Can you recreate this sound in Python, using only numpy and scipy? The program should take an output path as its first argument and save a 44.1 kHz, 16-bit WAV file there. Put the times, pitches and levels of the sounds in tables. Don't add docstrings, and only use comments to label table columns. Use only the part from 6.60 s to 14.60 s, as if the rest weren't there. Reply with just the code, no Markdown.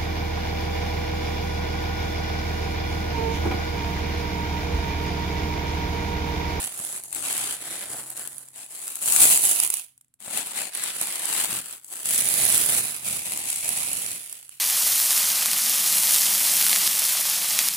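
import sys
import numpy as np
from scipy import signal
from scipy.fft import rfft, irfft, next_fast_len
from scipy.io import wavfile
from scipy.ndimage import uniform_filter1d

SR = 44100
rng = np.random.default_rng(int(sys.argv[2]) if len(sys.argv) > 2 else 0)


def transcribe(u):
    v = np.clip(np.atleast_2d(u).T, -1, 1)
    q = np.round(v * 32767).astype(np.int16)
    wavfile.write(sys.argv[1], SR, q)


N = 352787

# t/s, relative level/dB, relative left-right place/dB (positive is left)
FOLD_SNAPS = [(0.0693, -16.5, -6), (0.2488, -13, -5), (0.4365, -15.5, 1), (0.527, -11, 7),
              (0.5475, -10.5, 5), (0.726, -7, 0), (0.7777, -6.5, 0.5), (1.1916, -18, -5), (1.502, -17, -9),
              (1.5674, -16, 0), (1.6741, -15.5, 12), (1.781, -21, -11), (1.8854, -25.5, 4),
              (2.2787, -9.5, 3), (2.3548, -11.5, 4.5), (2.4245, -12.5, 3), (2.4574, -7.5, -3),
              (2.4833, -4.5, 9), (2.5216, -2, 8), (2.5616, -5, 17), (2.63, -6, 8), (2.7734, -1.5, 5),
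              (2.851, -1.5, -5), (3.0002, 2.5, 0), (3.034, -2, -3), (3.0634, -8, 0), (3.0743, -9, -4),
              (3.1013, -1, -2.5), (3.1392, -4, -5), (3.169, -11, -2), (3.3773, -35, 1.5), (3.41, -33, 0.5),
              (3.445, -45, 0), (3.4814, -53, 3.5), (3.5394, -38, -2), (3.603, -29, 3), (3.7742, -8, -3),
              (4.15, -8.5, -0.5), (4.1726, -11.5, -3), (4.2375, -15.5, 18.5), (4.366, -13, -4),
              (4.4124, -4.5, -3), (4.6539, -9, -7), (4.736, -10, 7), (5.2446, -21, 4), (5.456, -10, 1),
              (5.578, -9, -9), (5.687, -4, -5), (5.739, -9, -17), (5.8512, -5, -12), (5.945, -2.5, -6),
              (5.971, -6, -3), (5.9776, -6, -13), (6.0607, -6.5, -10), (6.1429, -8, -5), (6.4532, -15, -5),
              (6.7202, -10.5, 8.5), (6.774, -10, 6), (6.9006, -8, 0), (7.0901, -4, 1), (7.3302, -7.5, -1),
              (7.726, -14, -4), (7.892, -21, -6)]


def from_db(db):
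    return 10 ** (np.asarray(db) / 20)


def rms_one(x):
    return x / np.sqrt(np.mean(x ** 2) + 1e-20)


def in_time(rows):
    s, *columns = np.transpose(rows)
    t = np.arange(N) / SR
    return [np.interp(t, s, column) for column in columns]


def drift(rate):
    knots = rng.standard_normal(8000)
    position = np.arange(N) / SR * rate
    return rms_one(np.interp(position, np.arange(len(knots)), knots))


def colour(x, spectrum):
    hz, db = np.transpose(spectrum)
    size = next_fast_len(N + 4096)
    bins = np.maximum(np.fft.rfftfreq(size, 1 / SR), 1)
    gain = rms_one(from_db(np.interp(np.log(bins), np.log(hz), db)))
    return irfft(rfft(x, size) * gain, size)[..., :N]


def air(alike):
    share = np.clip(alike, 0, 1)
    common = np.sqrt(share) * rng.standard_normal(N)
    return common + np.sqrt(1 - share) * rng.standard_normal((2, N))


def panned(db):
    return from_db(np.array([[1], [-1]]) * db / 2)


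def die_away(energy, t60):
    keep = from_db(-120 / (t60 * SR))
    return signal.lfilter([1], [1, -keep], energy + 1e-18)


def peak(x, hz, width_hz, db):
    g = from_db(db / 2)
    k = np.tan(np.pi * width_hz / SR)
    c = -2 * np.cos(2 * np.pi * hz / SR)
    return signal.lfilter([1 + k * g, c, 1 - k * g], [1 + k / g, c, 1 - k / g], x)


def delayed(x, seconds):
    return np.interp(np.arange(N) - seconds * SR, np.arange(N), x)


def strokes():
    # sliding of layers/dB, drumming of panels/dB, flapping of the sheet/dB;
    # relative left-right place/dB
    stroke_rows = [(-0.033, 0.16, -11.5, -31, -10.0, -16.5, -26.5, -2),
                   (0.108, 0.27, 6.5, -32.5, -15.5, -18.0, -32, -1.5),
                   (0.403, 0.11, 0, -39.5, -27, -18, -26, 1),
                   (0.507, 0.13, -0.5, -31, -14.0, -16.5, -29, 6.5),
                   (0.61, 0.33, -0.5, -27, -9, -16.5, -31.0, 1),
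                   (0.97, 0.28, 4.5, -34, -8.0, -13.5, -25.5, 0),
                   (1.25, 0.16, 5.5, -34, -14.5, -14.5, -25, 2.5),
                   (1.41, 0.12, 8.5, -40.5, -16.5, -16, -32, 3.5),
                   (1.539, 0.15, -7.5, -35, -13.5, -15.5, -30, 2.0),
                   (1.672, 0.27, -15.5, -44.5, -18.5, -18.5, -28.0, -1.5),
                   (1.912, 0.12, 12, -41.5, -12, -20, -31, 4),
                   (2.082, 0.38, 1.5, -35, -14.5, -21.0, -39, 3.0),
                   (2.398, 0.24, 11.5, -20.5, -15.5, -22.5, -33, 2.5),
                   (2.583, 0.11, -3.5, -14, -15, -22, -33, 2.0),
                   (2.677, 0.12, -9, -16.5, -15, -24, -34.5, -1),
                   (2.788, 0.13, 7, -20, -15.5, -24, -35.5, -2.5),
                   (2.917, 0.13, 6.5, -24.5, -12.0, -21.5, -40.0, -5),
                   (3.089, 0.11, 0, -32, -10.5, -25, -36.5, -5.5),
                   (3.588, 0.13, 13, -37.5, -10, -17.0, -24.5, 6),
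                   (3.698, 0.095, 12.5, -30, -8.0, -17, -24, 6.5),
                   (3.819, 0.12, 0.5, -33.5, -8.5, -16, -32, 2.5),
                   (3.933, 0.16, -11.5, -31.0, -7.0, -16.0, -29, 4.5),
                   (4.104, 0.203, 8.5, -32, -5.5, -18, -32, 1), (4.31, 0.15, 8, -30.5, -9.5, -19, -31, 1.0),
                   (4.45, 0.21, -4, -31.5, -7.5, -18, -33, 0.5),
                   (4.572, 0.27, 13, -27.5, -7.5, -17.0, -31.5, 4.5),
                   (4.865, 0.13, 0.5, -28.0, -8.0, -18, -23, 1.5),
                   (5.017, 0.14, 2.5, -38, -9.5, -18, -32, 2.0),
                   (5.198, 0.14, 20, -47.5, -28, -23.0, -41, 7),
                   (5.284, 0.16, 3.0, -35.5, -12.5, -17, -54, 2),
                   (5.422, 0.17, 7.5, -23, -12.0, -25, -30, -0.5),
                   (5.554, 0.56, 2.0, -22, -11, -20.5, -26.5, -3.5),
                   (6.066, 0.13, 5, -21.5, -12.0, -20.5, -24, -3),
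                   (6.206, 0.24, -15, -31, -9.5, -20, -24, -4),
                   (6.423, 0.23, -5.5, -28.5, -10.5, -20.5, -24.0, -2.0),
                   (6.626, 0.25, -0.5, -30.0, -10.5, -17.0, -24.5, -0.5),
                   (6.851, 0.26, -9.5, -29.5, -12.5, -23.5, -32.5, 1.5),
                   (7.007, 0.56, -4.5, -28, -10.5, -19.5, -26.5, -3.5),
                   (7.563, 0.29, -5.5, -41.5, -10, -22.5, -40, -4),
                   (7.882, 0.14, -12, -49.5, -9, -27, -31.5, -1)]
    attack_s, release_db_per_s = 0.036, 240
    linger_db, linger_db_per_s = -32, 61.5
    ease_db = 3.5

    t = np.arange(0, N / SR, .001)
    columns = np.transpose(stroke_rows)[..., None]
    start, length, swell_db, crackle_db, slide_db, panel_db, flap_db, pan_db = columns
    held = np.clip((t - start) / length, 0, 1)
    after = np.maximum(t - start - length, 0)
    attack = np.clip((t - start) / attack_s, 0, 1)
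    release = from_db(-release_db_per_s * after) + from_db(linger_db - linger_db_per_s * after)
    speed_db = swell_db * (held - .5) - ease_db * (2 * held - 1) ** 2
    power = (attack * from_db(crackle_db + speed_db) * release) ** 2 + 1e-14
    levels = []
    for part_db in (0, slide_db, panel_db, flap_db):
        part_power = (power * from_db(part_db) ** 2).sum(0)
        levels.append(10 * np.log10(part_power))
    place_db = (power * pan_db).sum(0) / power.sum(0)
    return in_time(np.transpose([t, *levels, place_db]))


def buckles(per_s, spread_db, cluster_db):
    born = rng.random(N) < per_s / SR
    size_db = spread_db * np.minimum(rng.exponential(1, N), 4)
    avalanche_db = cluster_db * np.tanh((drift(110) + drift(320)) / 2)
    facet = panned(3.6 * rng.standard_normal(N))
    return born * from_db(size_db + avalanche_db) ** 2 * facet ** 2


def shiver(energy, t60, smooth):
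    ringing = die_away(energy, t60)
    usual = uniform_filter1d(uniform_filter1d(ringing.mean(0), size=2600), size=1800)
    share = np.clip(smooth, 0, 1)
    return np.sqrt((1 - share) * ringing / (np.abs(usual) + 1e-12) + share)


def sheet_swing(flaps):
    # t/s, looseness 0-1
    looseness = [(0, 1), (2.4, 0.64), (3.1, 0.65), (3.6, 0.04), (4.45, 0.05), (4.75, 0.9), (8, 1)]
    # f/Hz, relative level/dB per Hz
    flap_colour = [(20, -46), (40, -26), (60, -12.5), (85, -1.5), (130, -0.5), (220, -2), (350, -10),
                   (800, -9.5), (3000, -61.5)]
    loose, = in_time(looseness)
    deep = colour(flaps, flap_colour)
    tight = peak(peak(deep, 65, 90, -13.5), 215, 110, 5.7)
    return tight + np.clip(loose, 0, 1) * (deep - tight)


def rustle(arch):
    # t/s, crispness of the creases level/dB
    crispness = [(0, -17), (1.0, -26), (1.7, -12), (2.0, -19), (2.35, -8.5), (3.3, -9), (3.8, -16),
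                 (4.4, -16), (4.9, -9), (6.4, -9), (6.95, -15), (8, -8)]
    # f/Hz, relative level/dB per Hz
    crackle_colour = [(300, -26), (1500, -24.5), (4000, -9.5), (5500, -8), (7000, -0.5), (9000, -0.5),
                      (11000, 0.5), (13000, -7.5), (16000, -10.5)]
    crisp_colour = [(6000, -46), (10000, -21.5), (12000, 1), (14000, 4), (16000, -1)]
    slide_colour = [(200, -42), (800, -10), (1500, -2.5), (2600, 0.5), (4300, 0), (6000, -5), (9000, -26),
                    (16000, -16)]
    panel_colour = [(40, -45), (150, -14.5), (300, 0), (470, -1.5), (720, 4.5), (1200, -3), (2000, -3),
                    (5000, -58)]
    crackle_gain_db, slide_gain_db, panel_gain_db, flap_gain_db = -4.5, 0.1, 2.2, 2

    crackle_db, slide_db, panel_db, flap_db, pan_db = strokes()
    crisp_db, = in_time(crispness)
    energy = buckles(per_s=1350 * from_db(0.37 * (crackle_db + 31)), spread_db=3.0, cluster_db=3.5)
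    settling = np.interp(crackle_db, [-66, -54], [.8, 0])

    creases = shiver(energy, t60=0.004, smooth=0.28 + settling)
    creases = creases * from_db(crackle_db - 4.6 * settling) * panned(0.86 * pan_db + 0.73)
    crackle = from_db(crackle_gain_db) * colour(creases * air(0.026), crackle_colour)
    crisp = colour(creases * from_db(crisp_db) * air(.07), crisp_colour)

    layers = shiver(energy, t60=0.017, smooth=0.38 + settling)
    layers = layers * from_db(slide_db + slide_gain_db) * panned(.5 * pan_db - .5)
    panels = shiver(energy, t60=0.022, smooth=0.081)
    panels = panels * from_db(panel_db + panel_gain_db) * panned(0.48 * pan_db - .8)
    flaps = shiver(energy, t60=0.088, smooth=.2)
    flaps = flaps * from_db(flap_db + flap_gain_db) * panned(0.54 * pan_db - 1.5)

    sliding = colour(layers * air(0.18), slide_colour)
    drumming = colour(panels * air(0.96), panel_colour)
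    left, right = sliding + drumming + sheet_swing(flaps * air(0.94))
    return crackle + crisp + np.array([delayed(left, 0.00035 * arch), right])


def grip():
    lull_s, lull_db = 0.01, -0.5
    uneven_db, uneven_per_s = 0.66, 16
    t = np.arange(N) / SR
    coarse_t = t[::40]
    snap_s = np.array(FOLD_SNAPS)[:, 0]
    near = np.exp(-((coarse_t[:, None] - snap_s) / lull_s) ** 2).max(1)
    return from_db(lull_db * np.interp(t, coarse_t, near) + uneven_db * drift(uneven_per_s))


def room_tone():
    # f/Hz, relative level/dB per Hz
    room_colour = [(20, -17), (60, 7), (130, 7), (300, -7), (600, -13.5), (2000, -17.5), (8000, -30),
                   (16000, -38.5)]
    # t/s, level/dB relative to hum_db
    hum_level = [(0, 4), (1.5, 16), (2.0, 5), (3.5, -4.5), (5.2, -1), (8, 2.5)]
    hum_hz, hum_db, octave_db, room_db = 130.7, -78, -11.5, -82
    level_db, = in_time(hum_level)
    phase = 2 * np.pi * hum_hz * np.arange(N) / SR + .5 * drift(9.7)
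    fundamental = from_db(level_db) * np.sin(phase)
    octave = from_db(octave_db) * np.sin(2 * phase)
    hum = np.sqrt(2) * (fundamental + octave)
    return from_db(room_db) * colour(air(.6), room_colour) + from_db(hum_db) * hum


def snaps():
    # f/Hz, relative level/dB per Hz
    snap_colour = [(40, -38), (200, -7), (1000, -3), (2500, -4), (5000, -2.5), (7500, 7.5), (11000, 8.5),
                   (16000, -2)]
    energy = np.zeros((2, N))
    chances = rng.random((len(FOLD_SNAPS), 2))
    for (s, db, pan_db), (gap, size) in zip(FOLD_SNAPS, chances):
        first = int((s + .0007) * SR)
        second = first + int((.0004 + 0.0018 * gap) * SR)
        strength = (from_db(db - 11.5) * panned(1.3 * pan_db)[:, 0]) ** 2
        energy[:, first] += strength
        energy[:, second] += strength * (0.22 + 0.45 * size)
    energy = np.maximum(uniform_filter1d(energy, size=32), 0)
    crack = die_away(energy, t60=0.0064)
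    sheet = from_db(-53) * die_away(energy, t60=0.13)
    return colour(np.sqrt(crack + sheet) * air(0.18), snap_colour)


def pats():
    # t/s, relative level/dB
    pat_rows = [(0.198, -32), (1.344, -29.5), (1.392, -35), (1.582, -47), (3.678, -35), (4.415, -33)]
    # f/Hz, relative level/dB per Hz
    pat_colour = [(40, -25.5), (130, -3), (350, -5.5), (800, -0.5), (1500, -10), (3000, -23), (8000, -53)]
    energy = np.zeros(N)
    for s, db in pat_rows:
        energy[int(s * SR)] = from_db(db - 5.0) ** 2
    return colour(np.sqrt(die_away(energy, t60=0.045)) * air(0.95), pat_colour)


def pocket(x, ratio):
    # f/Hz, width/Hz, level/dB
    pocket_modes = [(482, 67, 0), (1594, 530, -5.5), (2410, 970, 5.5), (3500, 990, -2), (5830, 1120, 3)]
    for hz, width_hz, db in pocket_modes:
        x = peak(x, hz * ratio, width_hz, db)
    return x


def surroundings(x, arch, bounce):
    opens_s, small_pocket_ratio = 3.8, 1.11
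    ports = []
    for port in x:
        path_s = 0.000693 * from_db(2.66 * drift(4))
        ports.append(port + bounce * delayed(port, path_s))
    x = np.array(ports)
    opened = np.clip((np.arange(N) / SR - opens_s) * 2, 0, 1)
    hollow = (1 - opened) * pocket(x, small_pocket_ratio) + opened * pocket(x, 1)
    return (x + np.clip(arch, 0, 1) * (hollow - x)) / np.sqrt(1 + bounce ** 2)


def room_tail(x, t60, wet_db):
    t = np.arange(SR // 2) / SR
    tail = rng.standard_normal((2, len(t))) * from_db(-60 * t / t60) * (t > .004)
    tail = rms_one(tail) / np.sqrt(len(t))
    return from_db(wet_db) * signal.fftconvolve(x, tail, axes=1)[:, :N]


def scene():
    # t/s, arch 0-1
    arch_curve = [(0, 0.36), (.5, 0.54), (1.5, 0), (2.3, 0.29), (3.0, 0.86), (3.3, 1), (3.6, .2),
                  (5.2, 0.18), (5.6, 0.78), (6.3, 0.49), (6.7, 0.9), (8, 0.92)]
    arch, = in_time(arch_curve)
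    handling = rustle(arch) * grip() + snaps() + pats()
    paper = surroundings(handling, arch, bounce=0.31)
    return paper + room_tail(paper, t60=0.1, wet_db=-27) + room_tone()


def record(dry):
    # f/Hz, width/Hz, level/dB
    left_port = [(2470, 3200, 3), (5900, 2500, -7.5), (8150, 4000, 10), (11060, 1100, -7)]
    right_port = [(2730, 1100, -3.5), (7200, 3200, -3), (10160, 2600, 12)]
    cutoff_hz = 15900
    ports = []
    for x, resonances in zip(dry, (left_port, right_port)):
        for hz, width_hz, db in resonances:
            x = peak(x, hz, width_hz, db)
        ports.append(np.clip(x, -1, 1))
    low_pass = signal.ellip(12, .1, 80, cutoff_hz, fs=SR, output="sos")
    return signal.sosfilt(low_pass, ports)


dry = scene()
out = record(dry)
transcribe(out)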